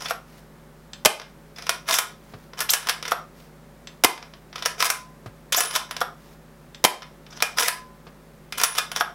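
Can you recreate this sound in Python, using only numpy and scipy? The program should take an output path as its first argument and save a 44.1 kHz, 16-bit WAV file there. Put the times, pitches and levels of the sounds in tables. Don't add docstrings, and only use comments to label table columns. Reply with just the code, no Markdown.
import sys
import numpy as np
from scipy import signal
from scipy.fft import rfft, irfft
from scipy.io import wavfile
from scipy.ndimage import uniform_filter1d

SR = 44100
rng = np.random.default_rng(int(sys.argv[2]) if len(sys.argv) > 2 else 0)


def dump_mix(stems):
    frames = np.atleast_2d(stems).T
    limited = np.clip(frames, -1, 1)
    pcm = np.round(limited * 32767).astype(np.int16)
    wavfile.write(sys.argv[1], SR, pcm)


N = 403074
TIME = np.arange(N) / SR
SIZE = 16384
BINS = np.fft.rfftfreq(SIZE, 1 / SR)


def amp(db):
    return 10 ** (np.asarray(db) / 20)


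def unit(x):
    return x / np.sqrt(np.mean(x ** 2) + 1e-20)


def read(points, hz):
    f, value = np.transpose(points)
    return np.interp(np.log(hz + 1), np.log(f + 1), value)


def add(mix, s, sound):
    part = mix[max(round(s * SR), 0):][:len(sound)]
    part += sound[:len(part)]


def drift(width_hz):
    lowpass = np.exp(-(np.fft.rfftfreq(N, 1 / SR) / width_hz) ** 2)
    return unit(irfft(rfft(rng.standard_normal(N)) * lowpass, N))


def noise(colour):
    gain = amp(read(colour, np.fft.rfftfreq(N, 1 / SR)))
    return unit(irfft(rfft(rng.standard_normal(N)) * gain, N))


def causal(gain):
    log_gain = np.log(np.maximum(np.r_[gain, gain[-2:0:-1]], 1e-7))
    phase = -signal.hilbert(log_gain).imag[:len(gain)]
    return irfft(gain * np.exp(1j * phase))


def body(modes, colour):
    f = BINS + 1
    peaks = sum(amp(db) ** 2 / (1 + ((f * f - hz * hz) / (f * width)) ** 2) for hz, width, db in modes)
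    return np.sqrt(peaks + amp(read(colour, f)) ** 2)


def blow(gain, db, bass_db, treble_db, decay_ms, rise_ms=.5):
    ms = np.arange(SIZE) * 1000 / SR
    rise = 1 - np.exp(-ms / max(rise_ms, .05))
    decay = np.exp(-ms / max(decay_ms, .2))
    force = rfft(rng.standard_normal(SIZE) * decay * rise)
    force = force * rfft(causal(uniform_filter1d(abs(force) ** 2, size=45) ** (-1 / 4)))
    power = abs(force * gain) ** 2 * 2 / SIZE / (.01 * SR)
    bands = [(250, 900), (900, 6500), (6500, 16000)]
    low, mid, high = (10 * np.log10(power[(BINS > a) & (BINS < b)].sum()) for a, b in bands)
    tilt = [(600, bass_db - low), (1200, -mid), (5200, -mid), (8000, treble_db - high)]
    return irfft(force * rfft(causal(gain * amp(db + read(tilt, BINS)))))


def blows(rows, modes, colour, shift_db=0, **contact):
    out = np.zeros(N)
    spots = rng.standard_normal((len(rows), len(modes)))
    for (s, *row), spot in zip(rows, spots):
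        struck = [(hz, width, db + shift_db * luck) for (hz, width, db), luck in zip(modes, spot)]
        add(out, s, blow(body(struck, colour), *row, **contact))
    return out


# (pitch [Hz], level [dB rms], wander [Hz rms])
HUM_LINES = [(50.7, -57, .05), (157, -54.5, 2.4), (219, -59, 9.1), (249, -62.5, 6), (362, -67, 2.9),
             (566, -62.5, 2)]
# (frequency [Hz], relative density [dB per Hz])
ROOM_NOISE_COLOUR = [(20, -14), (40, -10.5), (65, -15), (96, -16.5), (130, -3.5), (185, -5.5), (230, -11),
                     (390, -7.5), (600, -12.5), (1060, -15), (1860, -19.5), (2800, -26.5), (7000, -31.5),
                     (16000, -33.5)]
ROOM_NOISE_DB = -52


def background():
    hum = np.zeros(N)
    for hz, db, wander in HUM_LINES:
        phase = 2 * np.pi * np.cumsum(hz + wander * drift(12.27)) / SR
        hum += amp(db) * np.sqrt(2) * np.sin(phase)
    return hum + amp(ROOM_NOISE_DB) * noise(ROOM_NOISE_COLOUR)


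RUB_ATTACK_S, RUB_RELEASE_S = 0.0046, 0.0073


def held(start, end, attack_s):
    corners = [start - attack_s / 2, start + attack_s / 2, end, end + RUB_RELEASE_S]
    return np.interp(TIME, corners, [0, 1, 1, 0])


# (start [s], seated [s], relative friction [dB],
# relative blow level [dB], bass [dB re mid band], treble [dB re mid band])
HANDLE_CLOSINGS = [(0, 0.1066, -37, -29.5, -4.5, -12.5), (3.051, 3.118, -38, -22, -6, -15.5),
                   (5.89, 6.013, -48.5, -25, -5, -16.5), (8.952, 9.008, -35, -21, -9, -17)]
# (start [s], open [s], relative friction [dB], clack [dB])
HANDLE_LIFTS = [(1.56, 1.693, -43, -16), (4.54, 4.6581, -45.5, -17), (7.304, 7.423, -46, -13)]
# (start [s], end [s], relative friction [dB])
BOLT_LEANS = [(2.573, 2.629, -35.5), (8.533, 8.578, -43)]


def turning():
    force = np.zeros(N)
    for start, end, db, *_ in HANDLE_LIFTS + BOLT_LEANS + HANDLE_CLOSINGS:
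        force += amp(db) * held(start, end, RUB_ATTACK_S)
    return force


def friction():
    return 20 * np.log10(turning() + drawing() + pushing() + 1e-6)


# (centre [Hz], width [Hz], relative level [dB])
ACTION_MODES = [(487, 82, 8), (703, 110, 10), (1024.5, 72, 17), (1277, 59, 17), (1427, 89, 14),
                (1700, 80, 13.5), (2088, 120, 10), (2425, 80, 11.5), (3014, 86, 11), (3540, 430, 10.5),
                (5050, 270, 11.5), (5615, 470, 12.5), (7950, 30, 2.5), (9800, 1000, -1), (11160, 57, 4),
                (14950, 60, -2)]
# (frequency [Hz], relative level [dB])
STEEL_SPECTRUM = [(40, -21), (250, -22), (500, 1.5), (2000, 8.5), (4300, 4.5), (7000, -2), (11000, -2.5),
                  (14000, -3), (16000, -9)]
RATTLE_GRAIN_DB, RATTLES_PER_S = 2.5, 4000
STICKING_DB = -58


def scrape(friction_db, level_db=-2, judder_db=3.5, shift_db=6.5, ring_db=1, treble_db=1,
           bright_at_db=-26, brighten=0.59):
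    sizes = rng.choice([-1., 1.], N) * amp(RATTLE_GRAIN_DB * np.minimum(rng.exponential(1, N), 2))
    slips = sizes * (rng.random(N) < RATTLES_PER_S / SR)
    rub = signal.oaconvolve(slips, causal(amp(read(STEEL_SPECTRUM, BINS))))[:N]
    for hz, width, db in ACTION_MODES:
        mode = signal.lfilter(*signal.iirpeak(hz, hz / width, SR), slips)
        rub += amp(db + ring_db + shift_db * drift(31)) * mode
    moving = np.maximum(amp(friction_db) - amp(STICKING_DB), 0)
    rub = unit(rub) * moving * amp(level_db + judder_db * drift(60))
    treble = signal.sosfiltfilt(signal.butter(3, 6500, "high", fs=SR, output="sos"), rub)
    treble_gain = amp(treble_db + brighten * np.minimum(friction_db - bright_at_db, 6))
    return rub + treble * (treble_gain - 1)


JOLTS_PER_S, JOLT_DB, JOLT_SPREAD_DB = 40, -3, 2.5


def jolts(friction_db):
    chance, size = rng.random(N), rng.standard_normal(N)
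    at = np.flatnonzero((chance < JOLTS_PER_S / SR) & (friction_db > STICKING_DB))
    return list(zip(TIME[at], friction_db[at] + JOLT_DB + JOLT_SPREAD_DB * size[at]))


def touched(events, touch, brighten=0):
    bass_db, treble_db, decay_ms = touch
    usual_db = np.mean([db for s, db in events])
    return [(s, db, bass_db, treble_db + brighten * (db - usual_db), decay_ms) for s, db in events]


# (time [s], level [dB], treble [dB re mid band])
TURN_TICKS = [(.0571, -30, -24), (1.584, -38, -13), (1.6225, -38.5, -12), (1.667, -31.5, -13),
              (3.0263, -30.5, -13.5), (3.0532, -30, -20), (3.0793, -29, -11), (4.528, -41, -32),
              (4.5572, -30.5, -17), (4.5809, -37, -19), (4.6235, -28.5, -16), (4.6525, -30, -10),
              (5.9098, -29, -10.5), (5.9653, -29.5, -13), (7.2645, -46.5, -24), (7.3257, -46, -32),
              (7.4033, -32, -20), (8.9159, -30, -8), (8.9613, -23, -11), (8.9707, -30, -12)]
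# (time [s], level [dB])
GRIP_SHIFTS = [(1.1975, -32), (1.2155, -36), (2.5332, -41), (4.177, -36), (4.2259, -38), (4.3363, -44),
               (7.0207, -36.5), (7.029, -41)]
# (time [s], level [dB])
RACEWAY_KNOCKS = [(1.9089, -18), (2.6192, -30.5), (2.828, -36), (2.8704, -27.5), (2.8869, -21),
                  (4.8247, -13.5), (5.5456, -18), (5.7098, -29.5), (5.7524, -23), (7.6236, -18.5),
                  (8.5233, -29.5), (8.599, -25.5)]
# (time [s], level [dB])
SHELL_SNAPS = [(1.9395, -16), (2.6043, -24), (2.7348, -11.5), (4.8441, -22), (4.853, -20), (5.5228, -23),
               (5.6049, -14.5), (7.6042, -20), (7.6586, -29), (8.5804, -28.5), (8.6349, -11.5),
               (8.6399, -18.5)]
# (bass [dB re mid band], treble [dB re mid band], contact decay [ms])
SEAR_FEEL = (-5, -4.5, 5.57)
OPEN_FEEL = (-11, -7, 4.8)
TUG_FEEL = (-17, -12.5, 4.3)
REAR_STOP_FEEL = (-13.5, -1.5, 4.7)
FRONT_STOP_FEEL = (-15, -7, 5.8)
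DETENT_FEEL = (-28, -2, 3.4)
KNOCK_FEEL = (-17.5, -10.5, 3.4)
SNAP_FEEL = (-16, -1.6, 6.1)
GRIP_FEEL = (-9.5, -21.5, 3.3)
JOLT_FEEL = (-10.5, -10, 2.7)
CAM_BASS_DB, CAM_DECAY_MS = -13.5, 3.6
SEAR_LEAD_S = .0075
DETENT_LEAD_S, DETENT_DB = 0.0079, -36
BRIGHTEN = 0.54


def contacts(friction_db):
    rows = touched([(s - SEAR_LEAD_S, db) for s, db, *_ in SHOTS], SEAR_FEEL)
    rows += touched([(s, db) for _, s, _, db in HANDLE_LIFTS], OPEN_FEEL)
    rows += touched([(s, db) for s, _, db, *_ in BOLT_PULLS], TUG_FEEL)
    rows += touched([(s, db) for _, s, *_, db in BOLT_PULLS], REAR_STOP_FEEL)
    rows += touched([(s, db) for _, _, s, *_, db in BOLT_PUSHES], FRONT_STOP_FEEL)
    rows += touched([(s - DETENT_LEAD_S, DETENT_DB) for _, s, *_ in HANDLE_CLOSINGS], DETENT_FEEL)
    rows += [(s, db, CAM_BASS_DB, treble_db, CAM_DECAY_MS) for s, db, treble_db in TURN_TICKS]
    rows += touched(RACEWAY_KNOCKS, KNOCK_FEEL)
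    rows += touched(SHELL_SNAPS, SNAP_FEEL)
    rows += touched(GRIP_SHIFTS, GRIP_FEEL, BRIGHTEN)
    rows += touched(jolts(friction_db), JOLT_FEEL, BRIGHTEN)
    return blows(rows, ACTION_MODES, STEEL_SPECTRUM, shift_db=3, rise_ms=0.92)


# (time [s], pitch [Hz], starting level [dB], time to fall 60 dB [s])
CLEAR_NOTES = [(.057, 3450, -28, .08), (1.987, 1440, -26, .27), (2.605, 11400, -29, .2),
               (2.605, 14750, -32, .12), (4.826, 1017, -23, .1), (4.855, 1017, -24, .12),
               (4.903, 1017, -30, .52), (5.546, 1050, -16, .05), (5.607, 1050, -20, .09),
               (7.021, 2078, -41, .11), (7.424, 2440, -18, .18), (7.606, 1017, -24, .12),
               (7.683, 1017, -29.5, .6), (8.784, 2450, -21, .16)]


def ringing():
    out, t = np.zeros(N), np.arange(SR) / SR
    for s, hz, db, t60 in CLEAR_NOTES:
        add(out, s, amp(db - 60 * t / t60) * np.sin(2 * np.pi * hz * t))
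    return out


# (centre [Hz], width [Hz], relative level [dB])
HANDLE_MODES = [(512, 40, 29), (714, 86, 31), (1020, 110, 28), (1220, 120, 23), (1226, 57, 33.5),
                (1382, 104, 32.5), (1650, 63, 18.5), (2240, 100, -4), (3140, 50, 15), (3430, 250, 15.5),
                (5080, 300, -6.5), (5560, 170, 19), (7700, 20, 14), (11300, 76, 21), (13300, 76, 19)]


def locks():
    rows = [(s, *lock) for _, s, _, *lock in HANDLE_CLOSINGS]
    return amp(7.0) * blows(rows, HANDLE_MODES, STEEL_SPECTRUM, decay_ms=4.1, rise_ms=2.7)


# (start [s], end [s], relative level [dB])
SLEEVE_BRUSHES = [(.24, .46, -56), (3.31, 3.52, -56), (6.15, 6.4, -57), (2.15, 2.55, -60)]


def sleeve(grain_db=2.0):
    swell = np.zeros(N)
    for start, end, db in SLEEVE_BRUSHES:
        add(swell, start, amp(db) * signal.windows.tukey(max(round((end - start) * SR), 2), .7))
    cloth = noise([(100, -6), (1000, 6.5), (3000, 1.0), (5500, 0.0), (8000, -7.0), (16000, -6)])
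    return swell * amp(grain_db * drift(98)) * cloth


# (time [s], level over 10 ms [dB], bass [dB re mid band], treble [dB re mid band])
SLACK_TICKS = [(.9329, -35.5, -23, -13), (3.8719, -36.5, -19.5, -14.5), (6.7462, -40.5, -27, -15)]
# (centre [Hz], width [Hz], relative level [dB])
TRIGGER_MODES = [(1700, 180, 3.5), (2650, 200, 3.5), (3530, 630, 15), (5000, 500, 10), (6140, 297, 16.5),
                 (7580, 280, 21.5)]


def trigger():
    return blows(SLACK_TICKS, TRIGGER_MODES, STEEL_SPECTRUM, decay_ms=5.2, rise_ms=.4)


# (slam time [s], sear level [dB],
# slam level [dB], slam bass [dB re mid band], slam treble [dB re mid band])
SHOTS = [(1.057, -14, 0, -4, -4.5), (4.0449, -12.5, -1, -5, -5), (6.8481, -12.5, -1.5, -3.5, -5)]
# (centre [Hz], width [Hz], relative level [dB])
STOCK_MODES = [(84.6, 21, 0), (317, 160, 7.5), (460, 92, 7.5), (635, 84, 10), (740, 130, 15),
               (977, 100, 16.5), (1230, 60, 10.5), (1536, 70, 10), (1750, 81, 6), (2080, 62, 15),
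               (2430, 100, 13), (3140, 110, 13), (3820, 250, 4.5), (5100, 390, 7), (11000, 1300, 3)]
# (frequency [Hz], relative level [dB])
SLAM_SPECTRUM = [(20, -9), (100, -10), (250, 1.5), (1000, 0), (4000, 3), (7000, 2.5), (12000, -1),
                 (16000, -8)]


def slams():
    rows = [(s, *slam) for s, _, *slam in SHOTS]
    return blows(rows, STOCK_MODES, SLAM_SPECTRUM, shift_db=1.5, decay_ms=4, rise_ms=2.2)


# (start [s], stop [s], tug [dB], relative friction [dB], stop [dB])
BOLT_PULLS = [(1.887, 1.9859, -23, -22, -12.5), (4.8034, 4.9011, -19.5, -23.5, -15),
              (7.5844, 7.682, -15.5, -21, -15)]
PULL_LEAD_S, PULL_ARCH_DB = 0.037, 5.5


def drawing():
    force = np.zeros(N)
    for start, stop, _, db, _ in BOLT_PULLS:
        travel = np.clip((TIME - start) / (stop - start), 0, 1)
        arch = amp(db - PULL_ARCH_DB * (2 * travel - 1) ** 2)
        force += arch * held(start - PULL_LEAD_S / 2, stop, PULL_LEAD_S) ** 2
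    return force


# (time [s], relative level [dB])
SPRING_STARTS = [(1.99, -39), (2.74, -25), (4.905, -31), (5.605, -12.5), (5.659, -26), (7.684, -42),
                 (8.639, -12), (8.665, -37)]


def spring(spring_hz=9880, spring_width_hz=220, spring_t60=0.23, level_db=-1.5):
    sway, t = np.zeros(N), np.arange(SR) / SR
    for s, db in SPRING_STARTS:
        add(sway, s, amp(db + level_db - 60 * t / spring_t60))
    phase = 2 * np.pi * spring_hz * TIME
    cluster = drift(spring_width_hz) * np.sin(phase) + drift(spring_width_hz) * np.cos(phase)
    return sway * cluster / 2


# (time [s], level over 10 ms [dB], bass [dB re mid band], treble [dB re mid band])
SHELL_LANDINGS = [(2.336, -43, 2, -28), (5.259, -41, 2.5, -15), (8.067, -45, -2, -25)]
# (centre [Hz], width [Hz], relative level [dB])
FLOOR_MODES = [(111, 31, 31), (432, 70, 21), (685, 120, 18), (1200, 210, 17.5), (1580, 170, 8)]


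def shells():
    return blows(SHELL_LANDINGS, FLOOR_MODES, STEEL_SPECTRUM, decay_ms=9.15, rise_ms=2.0)


# (start [s], length [s], first pitch [Hz], climb [Hz per s],
# top pitch [Hz], relative level [dB])
BOLT_SQUEAKS = [(2.687, 0.037, 1506, 245000, 11500, -13), (5.521, 0.032, 2865, 25000, 3700, -19),
                (5.551, 0.052, 3850, 133600, 7330, -16)]
# (centre [Hz], width [Hz], octave level [dB])
OCTAVE_RESONANCE = (12400, 1200, 5.2)


def squeaks(jitter=0.053, chatter=0.51, swell=1.5):
    out = np.zeros(N)
    ring_hz, width_hz, ring_db = OCTAVE_RESONANCE
    for start, length, first_hz, climb, top_hz, db in BOLT_SQUEAKS:
        t = np.arange(0, length, 1 / SR)
        hz = np.minimum(first_hz + climb * t, top_hz)
        phase = 2 * np.pi * np.cumsum(hz * (1 + jitter * drift(700)[:len(t)])) / SR
        octave = amp(ring_db) / np.hypot(1, 2 * (2 * hz - ring_hz) / width_hz) * (hz < SR / 4)
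        tone = np.sin(phase) + octave * np.sin(2 * phase)
        tone *= 1 + chatter * drift(1500)[:len(t)]
        add(out, start, amp(db) * tone * abs(np.sin(np.pi * t / length)) ** swell)
    return out


# (start [s], shell free [s], home [s],
# relative stripping friction [dB], relative chambering friction [dB], stop [dB])
BOLT_PUSHES = [(2.689, 2.727, 2.894, -29, -30, -16), (5.523, 5.63, 5.7594, -24, -21.5, -15.5),
               (8.576, 8.649, 8.7833, -26.5, -23.5, -15)]
STRIP_SWELL_DB, COAST_DB_PER_S, CHAMBER_DB_PER_S = 2, 284, 350


def pushing():
    force = np.zeros(N)
    for start, free, home, strip_db, chamber_db, _ in BOLT_PUSHES:
        to_go = np.clip((free - TIME) / (free - start), 0, 1)
        swell_db = STRIP_SWELL_DB / 2 - STRIP_SWELL_DB * to_go
        coast_db = COAST_DB_PER_S * np.maximum(TIME - free, 0)
        stripping = amp(strip_db + swell_db - coast_db)
        chambering = amp(chamber_db - CHAMBER_DB_PER_S * np.maximum(home - TIME, 0))
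        force += (stripping + chambering) * held(start, home, RUB_ATTACK_S)
    return force


# (delay [s], level [dB re direct])
REFLECTIONS = [(.0043, -18.5), (0.011, -22), (0.016, -19.5), (.0208, -24.5), (.0285, -30.5)]


def echoes(x, dull_hz=5000):
    soft = signal.lfilter(*signal.butter(1, min(dull_hz, SR / 3), fs=SR), x)
    out = np.zeros(N)
    for delay, db in REFLECTIONS:
        add(out, delay, amp(db) * soft)
    return out


# (frequency [Hz], time to fall 60 dB [s])
ROOM_DECAY = [(150, .3), (660, 0.27), (1400, 0.24), (2600, 0.24), (4600, 0.27), (12000, 0.18),
              (16000, 0.21)]
# (frequency [Hz], relative level [dB])
TAIL_COLOUR = [(100, -10.5), (400, -3), (1000, 1), (2500, -1), (6000, -6), (11000, 0), (16000, -9.5)]


def room(x, gap_s=0.002, build_s=0.0041, count=3):
    out = np.zeros(N)
    for k in range(count):
        taps = rng.choice([-1., 1.], SIZE * 2) * (rng.random(SIZE * 2) < 5000 / SR)
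        hz, t, z = signal.stft(taps, SR, nperseg=256)
        decay = amp(-60 * t / read(ROOM_DECAY, hz)[:, None])
        tail = signal.istft(z * decay, SR, nperseg=256)[1][:SIZE]
        tail *= np.clip((TIME[:SIZE] - gap_s) / build_s, 0, 1)
        tail = signal.fftconvolve(tail / np.linalg.norm(tail), causal(amp(read(TAIL_COLOUR, BINS))))[:SIZE]
        share = np.cos(np.pi * (TIME * 1.3 + k / count)) * np.sqrt(2 / count)
        out += signal.oaconvolve(x * share, tail)[:N]
    return out


def scene():
    friction_db = friction()
    steel = contacts(friction_db) + trigger()
    slam, lock, shell = slams(), locks(), shells()
    sliding = scrape(friction_db) + squeaks() + spring()
    direct = steel + slam + lock + shell + sliding
    to_room = amp(-3.5) * steel + amp(-7.0) * slam + amp(-4.5) * lock
    to_room += amp(-8.5) * shell + amp(-2.5) * sliding
    return (direct + echoes(direct) + room(to_room) + ringing() + sleeve() + background())[None]


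EDGE_HZ = 16000


def record(dry, threshold_db=-26.5, slope=0.58, detector_s=0.039, recovery_db_per_s=100):
    r = np.exp(-1 / (detector_s * SR))
    power_db = 10 * np.log10(signal.lfilter([1 - r], [1, -r], dry[0] ** 2) + 1e-12)
    wanted_db = slope * np.maximum(power_db - threshold_db, 0)
    fall = TIME * recovery_db_per_s
    cut_db = np.maximum.accumulate(wanted_db + fall) - fall
    out = np.clip(dry / amp(uniform_filter1d(cut_db, size=88)), -1, 1)
    band_limit = signal.firwin(255, EDGE_HZ, window=("kaiser", 8), fs=SR)
    return signal.oaconvolve(out, band_limit[None], "same")


dry = scene()
out = record(dry)
dump_mix(out)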